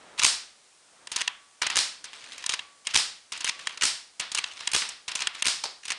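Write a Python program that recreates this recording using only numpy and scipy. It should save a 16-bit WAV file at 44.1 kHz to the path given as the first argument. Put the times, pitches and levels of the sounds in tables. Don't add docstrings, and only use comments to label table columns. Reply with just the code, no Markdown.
import sys
import numpy as np
from scipy import signal
from scipy.fft import rfft, irfft, next_fast_len
from scipy.io import wavfile
from scipy.ndimage import uniform_filter1d, map_coordinates

SR = 44100
rng = np.random.default_rng(int(sys.argv[2]) if len(sys.argv) > 2 else 0)


def output_pcm(signal):
    pcm = np.clip(np.atleast_2d(signal).T, -1, 1) * 32767
    wavfile.write(sys.argv[1], SR, np.round(pcm).astype(np.int16))


N = 263718

# centre_s, swell_s, level_db
HAND_SHIFTS = [(0.09, 0.27, -55), (1.04, 0.12, -63), (2.33, 0.31, -62), (3.66, 0.18, -61.5),
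               (4.58, 0.14, -65)]
# start_s, end_s, end_db, swell_db
BOLT_CREEPS = [(0.173, 0.201, -20, 28.5), (1.088, 1.147, -42.5, 17), (2.1, 2.514, -48.5, 2),
               (2.844, 2.938, -41, 1.5), (3.319, 3.42, -51.5, -12), (3.571, 3.766, -48, 1.5),
               (4.445, 4.725, -46, 0), (5.328, 5.417, -42.5, 3.5), (5.825, 5.939, -44, 2.5)]
# time_s, level_db, treble_db, room_db
STOP_CLACKS = [(0.195, -7, 4, -11), (1.667, -9.5, -2.5, -19), (1.701, -11.5, 1, -0.5),
               (2.321, -26, -3, -11), (2.381, -25, 6, 0), (3.376, -24, 9, -22), (3.408, -17.5, 5, -12),
               (3.775, -22, -1.5, -11), (4.318, -16, 11, -6.5), (4.717, -17.5, 9, -4), (4.82, -16, -8, -3),
               (4.89, -19.5, 18, -3), (5.117, -18.5, -1, -20), (5.205, -17.5, 8, 3.5),
               (5.854, -20.5, 8, -10), (5.881, -17.5, 8, -22), (5.904, -11, 0, -7.5), (5.92, -13, 2, -12)]
# time_s, level_db, knock_db, treble_db, round_lead_s, rebound_s, scrape_s
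BOLT_SLAMS = [(0.246, -3, 0, 3, 0.011, .019, 0.038), (1.769, -5, 0, -2.5, .011, 0.02, 0.018),
              (2.958, -4.5, 1, -3.5, .013, 0.017, 0.024), (3.836, -5.5, -1, 0, .013, .018, 0.028),
              (4.749, -6.5, 4.5, -3, .014, .015, 0.021), (5.467, -6.5, -1, -2.5, .011, 0.017, 0.026)]
# offset_db, knock_db, treble_db, room_db
SLAM_BLOWS = [(-4.5, 0, 6.5, 0), (-1, 4.5, 6.5, -1), (-4.5, -4, 9.5, 1), (-2, 0, 8.5, 1.5)]
# time_s, level_db, treble_db
ROUND_SNAPS = [(1.073, -25.5, -2.5), (1.278, -11, -5), (2.441, -23.5, -5), (2.464, -14, 11.5),
               (2.593, -21.5, -9.5), (2.871, -13, 1), (3.672, -13.5, -4.5), (4.441, -15, -4),
               (4.675, -10.5, 2), (5.272, -10.5, -3.5), (5.424, -10, -0.5)]
# time_s, level_db, treble_db
BOLT_TAKE_UPS = [(1.118, -16.5, 9), (1.619, -9, -4), (2.043, -22.5, 5), (3.322, -17, 2.5),
                 (4.198, -12.5, 4.5), (5.081, -16, 0.5)]
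# offset_db, knock_db, treble_db, room_db
TAKE_UP_BLOWS = [(0.5, 5, -1.5, -2.5), (-5.5, 2, -1, -4.5)]
# free_s, rear_s, free_db, rear_db, scrape_db
BOLT_PULLS = [(1.162, 1.215, -8.5, -11, -26), (2.494, 2.538, -8, -11.5, -24), (3.445, 3.492, -10, -11, -24),
              (4.349, 4.385, -9.5, -9.5, -25), (5.154, 5.22, -10, -12.5, -30.5)]
# time_s, level_db, knock_db, treble_db, room_db
ROUND_DROPS = [(5.637, -13.5, -26, -2.5, -5.5), (5.654, -20.5, 9, -7, -3.5)]

# freq_hz, gain_db
PALM_SPECTRUM = [(30, -15), (130, -5.5), (300, -0.5), (700, 2.5), (1500, -0.5), (4000, -9.5), (10000, -48)]
# freq_hz, gain_db
HISS_SPECTRUM = [(25, -11), (100, -24), (300, -10), (800, 2), (2000, 3), (5500, 5), (8000, 4.5), (9900, 4),
                 (10150, -8), (11100, -10.5), (11500, -26)]
# freq_hz, gain_db
RECEIVER_SPECTRUM = [(300, -21.5), (700, -15.5), (970, -0.5), (1250, -2), (1800, 0.5), (2800, 5),
                     (3500, 2.5), (5200, -1), (6400, -0.5), (7600, -6), (9600, -8), (10200, -16.5),
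                     (11200, -25.5), (12200, -46)]
# freq_hz, gain_db
STOCK_SPECTRUM = [(20, -7), (55, -2.5), (140, -5.5), (260, -2.5), (500, -4), (800, -6.5), (1600, -33.5)]
# freq_hz, gain_db
FLOOR_SPECTRUM = [(150, -26), (450, -5.5), (900, -1.5), (1500, -5), (3200, -2.5), (4200, 4), (4900, 7.5),
                  (6000, -1.5), (9200, -6), (12000, -29)]
# freq_hz, gain_db
BOLT_TAIL_SPECTRUM = [(60, -24.5), (300, -17), (600, -10.5), (950, -3.5), (1300, -2), (2500, 1.5),
                      (4100, 3.5), (5300, 2), (6300, -5), (9500, -6.5), (10200, -21), (11200, -20.5),
                      (12000, -44)]
# freq_hz, gain_db
SNAP_TAIL_SPECTRUM = [(400, -19), (1000, 1), (2400, 3), (3400, 8), (5200, -21)]
# pitch_hz, level_db, t60_s
ACTION_MODES = [(994, -8.5, 0.033), (1765, 2.5, 0.02), (2200, 3.5, 0.0082), (2770, 6, 0.018),
                (3230, -3, 0.012), (3830, 1.5, 0.023), (4850, -5, 0.022), (5160, 5, 0.01),
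                (6740, 7, 0.0086), (7570, 1, 0.014), (8470, 3.5, 0.012)]
# freq_hz, t60_s
ROOM_DECAY = [(100, 0.75), (500, 0.4), (1500, .43), (3000, 0.41), (5500, 0.4), (10000, 0.32)]


def amp(db):
    return 10 ** (np.asarray(db) / 20)


def unit(x):
    return x / np.sqrt(np.mean(x ** 2) + 1e-20)


def along(points, hz):
    points_hz, values = np.transpose(points)
    return np.interp(np.log(hz + 1), np.log(points_hz), values)


def add(track, start_s, x):
    part = track[max(round(start_s * SR), 0):][:len(x)]
    part += x[:len(part)]


def coloured(x, curve_db):
    size = 2 * next_fast_len(len(x) // 2 + 512)
    cepstrum = irfft(np.log(amp(curve_db(np.fft.rfftfreq(size, 1 / SR)))))
    cepstrum[1:size // 2] *= 2
    cepstrum[size // 2 + 1:] = 0
    return irfft(rfft(x, size) * np.exp(rfft(cepstrum)))[:len(x)]


def shaped(x, spectrum):
    return coloured(x, lambda hz: along(spectrum, hz))


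def noise(spectrum):
    return unit(shaped(rng.standard_normal(N), spectrum))


def wobble(rate_hz, size):
    knots = rng.standard_normal(size // 4)
    return np.tanh(map_coordinates(knots, [np.arange(size) * rate_hz / SR], mode="wrap"))


def hiss(level_db=-60):
    return amp(level_db) * noise(HISS_SPECTRUM)


def hand_rub(rest_db=-68.5):
    t = np.arange(N) / SR
    shifts = sum(amp(db) * np.exp(-((t - s) / swell_s) ** 2) for s, swell_s, db in HAND_SHIFTS)
    return (amp(rest_db) + shifts) * noise(PALM_SPECTRUM)


def wandering(x, depth_db):
    bins = signal.stft(x, nperseg=256)[2]
    field = uniform_filter1d(rng.standard_normal(bins.shape), size=3, axis=0)
    field = uniform_filter1d(field, size=6, axis=1)
    return signal.istft(bins * amp(depth_db * np.tanh(unit(field))), nperseg=256)[1][:N]


def room_tail(build_s=0.0094):
    hz, t, bins = signal.stft(rng.standard_normal(SR // 2), SR, nperseg=256)
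    decay = amp(-60 * t / along(ROOM_DECAY, hz)[:, None])
    build = 1 - np.exp(-(t / build_s) ** 2)
    tail = signal.istft(bins * decay * build, SR, nperseg=256)[1]
    return tail / np.linalg.norm(tail)


def bolt_scrape(catch_hz=420, pull_swell_db=11.5, slam_swell_db=13.5):
    pulls = [(free_s, rear_s + .012, db, pull_swell_db) for free_s, rear_s, _, _, db in BOLT_PULLS]
    slams = [(s - scrape_s, s + .0098, db - 14, slam_swell_db) for s, db, *_, scrape_s in BOLT_SLAMS]
    pressure = np.zeros(N)
    for start_s, end_s, end_db, swell_db in pulls + slams + list(BOLT_CREEPS):
        size = max(round((end_s - start_s) * SR), 2)
        swell = amp(np.linspace(end_db - swell_db, end_db, size))
        add(pressure, start_s, swell * signal.windows.tukey(size, .25))
    friction = amp(8 * wobble(catch_hz, N)) * rng.standard_normal(N)
    rubbed = wandering(shaped(friction, RECEIVER_SPECTRUM), depth_db=5)
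    scrape = amp(-.5) * pressure * unit(rubbed)
    return scrape + amp(-13.5) * signal.fftconvolve(scrape, room_tail())[:N]


def contact(t, t60_s, rise_s, scuff_db, chatter_db=6):
    after_s = np.maximum(t, 0)
    strike = (1 - np.exp(-(after_s / rise_s) ** 2)) * amp(-60 * after_s / t60_s)
    scuff = amp(scuff_db - 60 * abs(t) / 0.0061)
    chatter = amp(chatter_db * wobble(1504, len(t)))
    return rng.standard_normal(len(t)) * chatter * np.hypot(strike, scuff)


def action_ring(t, rise_s=0.00094):
    t = np.maximum(t, 0)
    hz, db, t60_s = np.transpose(ACTION_MODES)[:, :, None]
    strength, detune, phase = rng.standard_normal((3, len(ACTION_MODES), 1))
    hz, db = hz * (1 + .008 * detune), db + 2.5 * strength
    partials = amp(db - 60 * t / t60_s) * np.sin(2 * np.pi * (hz * t + phase))
    return np.sum(partials, 0) * (1 - np.exp(-t / rise_s))


def steel(t, t60_s, rise_s, scuff_db, ring_db, crack_db):
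    edge = np.diff(contact(t, t60_s=0.0014, rise_s=.0001, scuff_db=-63), prepend=0)
    crack = unit(shaped(edge, RECEIVER_SPECTRUM))
    chatter = unit(shaped(contact(t, t60_s, rise_s, scuff_db), RECEIVER_SPECTRUM))
    return chatter + amp(crack_db) * crack + amp(ring_db) * unit(action_ring(t))


def blows(rows, voice, tail_spectrum, gain_db, stock_db, tail_treble_db, scuff_lead_s=.012):
    track = np.zeros(N)
    t = np.arange(SR // 16) / SR - scuff_lead_s
    shelf = lambda hz: 1 / (1 + (5000 / (hz + 1)) ** 4) - .5
    for time_s, level_db, knock_db, treble_db, room_db in rows:
        direct = coloured(unit(voice(t)), lambda hz: treble_db * shelf(hz))
        wood = unit(shaped(contact(t, t60_s=0.019, rise_s=0.00023, scuff_db=-12.5), STOCK_SPECTRUM))
        hit = amp(level_db + gain_db) * (direct + amp(knock_db + stock_db) * wood)
        tilt_db = tail_treble_db + .5 * treble_db
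        tail = coloured(room_tail(), lambda hz: along(tail_spectrum, hz) + tilt_db * shelf(hz))
        add(track, time_s - scuff_lead_s, hit)
        add(track, time_s, amp(room_db) * np.linalg.norm(hit) * tail / np.linalg.norm(tail))
    return track


def volley(times_s, level_db, knock_db, treble_db, contacts):
    offsets_db = (level_db, knock_db, treble_db, 0)
    return [(s, *np.add(own_db, offsets_db)) for s, own_db in zip(times_s, contacts)]


def light_blows(rows):
    clack = lambda t: steel(t, t60_s=0.021, rise_s=0.0027, scuff_db=-9.5, ring_db=-10.5, crack_db=-9.5)
    return blows(rows, clack, BOLT_TAIL_SPECTRUM, gain_db=-22.5, stock_db=-29, tail_treble_db=-11.5)


def burr_ticks(rate_hz=11, offset_db=19.5, spread_db=2, knock_db=3.3, treble_db=-3.3):
    rows, steps = [], np.arange(12)
    for start_s, end_s, end_db, swell_db in BOLT_CREEPS:
        times_s = start_s + (steps + rng.random(len(steps))) / rate_hz
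        levels_db = end_db - swell_db / 2 + offset_db + spread_db * rng.standard_normal(len(steps))
        rows += [(s, db, knock_db, treble_db, 0) for s, db in zip(times_s, levels_db) if s < end_s]
    return light_blows(rows)


def stop_clacks(knock_db=3):
    rows = [(s, db, knock_db, treble_db, room_db) for s, db, treble_db, room_db in STOP_CLACKS]
    return light_blows(rows)


def bolt_slams(seat_s=.0045):
    slam = lambda t: steel(t, t60_s=0.0084, rise_s=0.0015, scuff_db=-6.5, ring_db=-12, crack_db=-4)
    rows = []
    for s, db, knock_db, treble_db, round_lead_s, rebound_s, _ in BOLT_SLAMS:
        times_s = [s - round_lead_s, s, s + seat_s, s + rebound_s]
        rows += volley(times_s, db, knock_db, treble_db, SLAM_BLOWS)
    return blows(rows, slam, BOLT_TAIL_SPECTRUM, gain_db=-23.5, stock_db=-22.5, tail_treble_db=5.5)


def round_snaps(case_hz=3270, case_db=8, knock_db=4, room_db=-15):
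    ping = lambda hz: case_db / (1 + ((hz / case_hz - 1) * 20) ** 2)
    strike = lambda t: steel(t, t60_s=0.011, rise_s=0.0022, scuff_db=-7.5, ring_db=-1, crack_db=-4)
    snap = lambda t: coloured(strike(t), ping)
    rows = [(s, db, knock_db, treble_db, room_db) for s, db, treble_db in ROUND_SNAPS]
    return blows(rows, snap, SNAP_TAIL_SPECTRUM, gain_db=-20, stock_db=-33, tail_treble_db=-16.5)


def bolt_take_ups(gap_s=.010):
    rows = []
    for s, db, treble_db in BOLT_TAKE_UPS:
        rows += volley([s, s + gap_s], db, 0, treble_db, TAKE_UP_BLOWS)
    return light_blows(rows)


def bolt_pulls():
    rows = []
    for free_s, rear_s, free_db, rear_db, _ in BOLT_PULLS:
        # time_s, level_db, knock_db, treble_db, room_db
        rows += [(free_s, free_db, 4.3, 7, -10.5), (rear_s, rear_db, 5, 1, -11)]
    return light_blows(rows)


def spring(pitch_hz=1141, t60_s=1.06, level_db=-51.5):
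    track, t = np.zeros(N), np.arange(SR) / SR
    for _, rear_s, *_ in BOLT_PULLS:
        add(track, rear_s, amp(level_db - 60 * t / t60_s) * np.sin(2 * np.pi * pitch_hz * t))
    return track


def round_drop():
    drop = lambda t: shaped(contact(t, t60_s=0.042, rise_s=0.00078, scuff_db=-28), FLOOR_SPECTRUM)
    return blows(ROUND_DROPS, drop, FLOOR_SPECTRUM, gain_db=-21, stock_db=-30, tail_treble_db=-3.5)


def scene():
    mono = hiss() + hand_rub() + bolt_scrape() + burr_ticks() + stop_clacks() + bolt_slams()
    mono += round_snaps() + bolt_take_ups() + bolt_pulls() + spring() + round_drop()
    return np.array([mono, mono])


def record(dry, cutoff_hz=12400):
    size = next_fast_len(N + SR // 2)
    hz = np.fft.rfftfreq(size, 1 / SR)
    return irfft(rfft(dry, size) / (1 + (hz / cutoff_hz) ** 60), size)[:, :N]


dry = scene()
out = record(dry)
output_pcm(out)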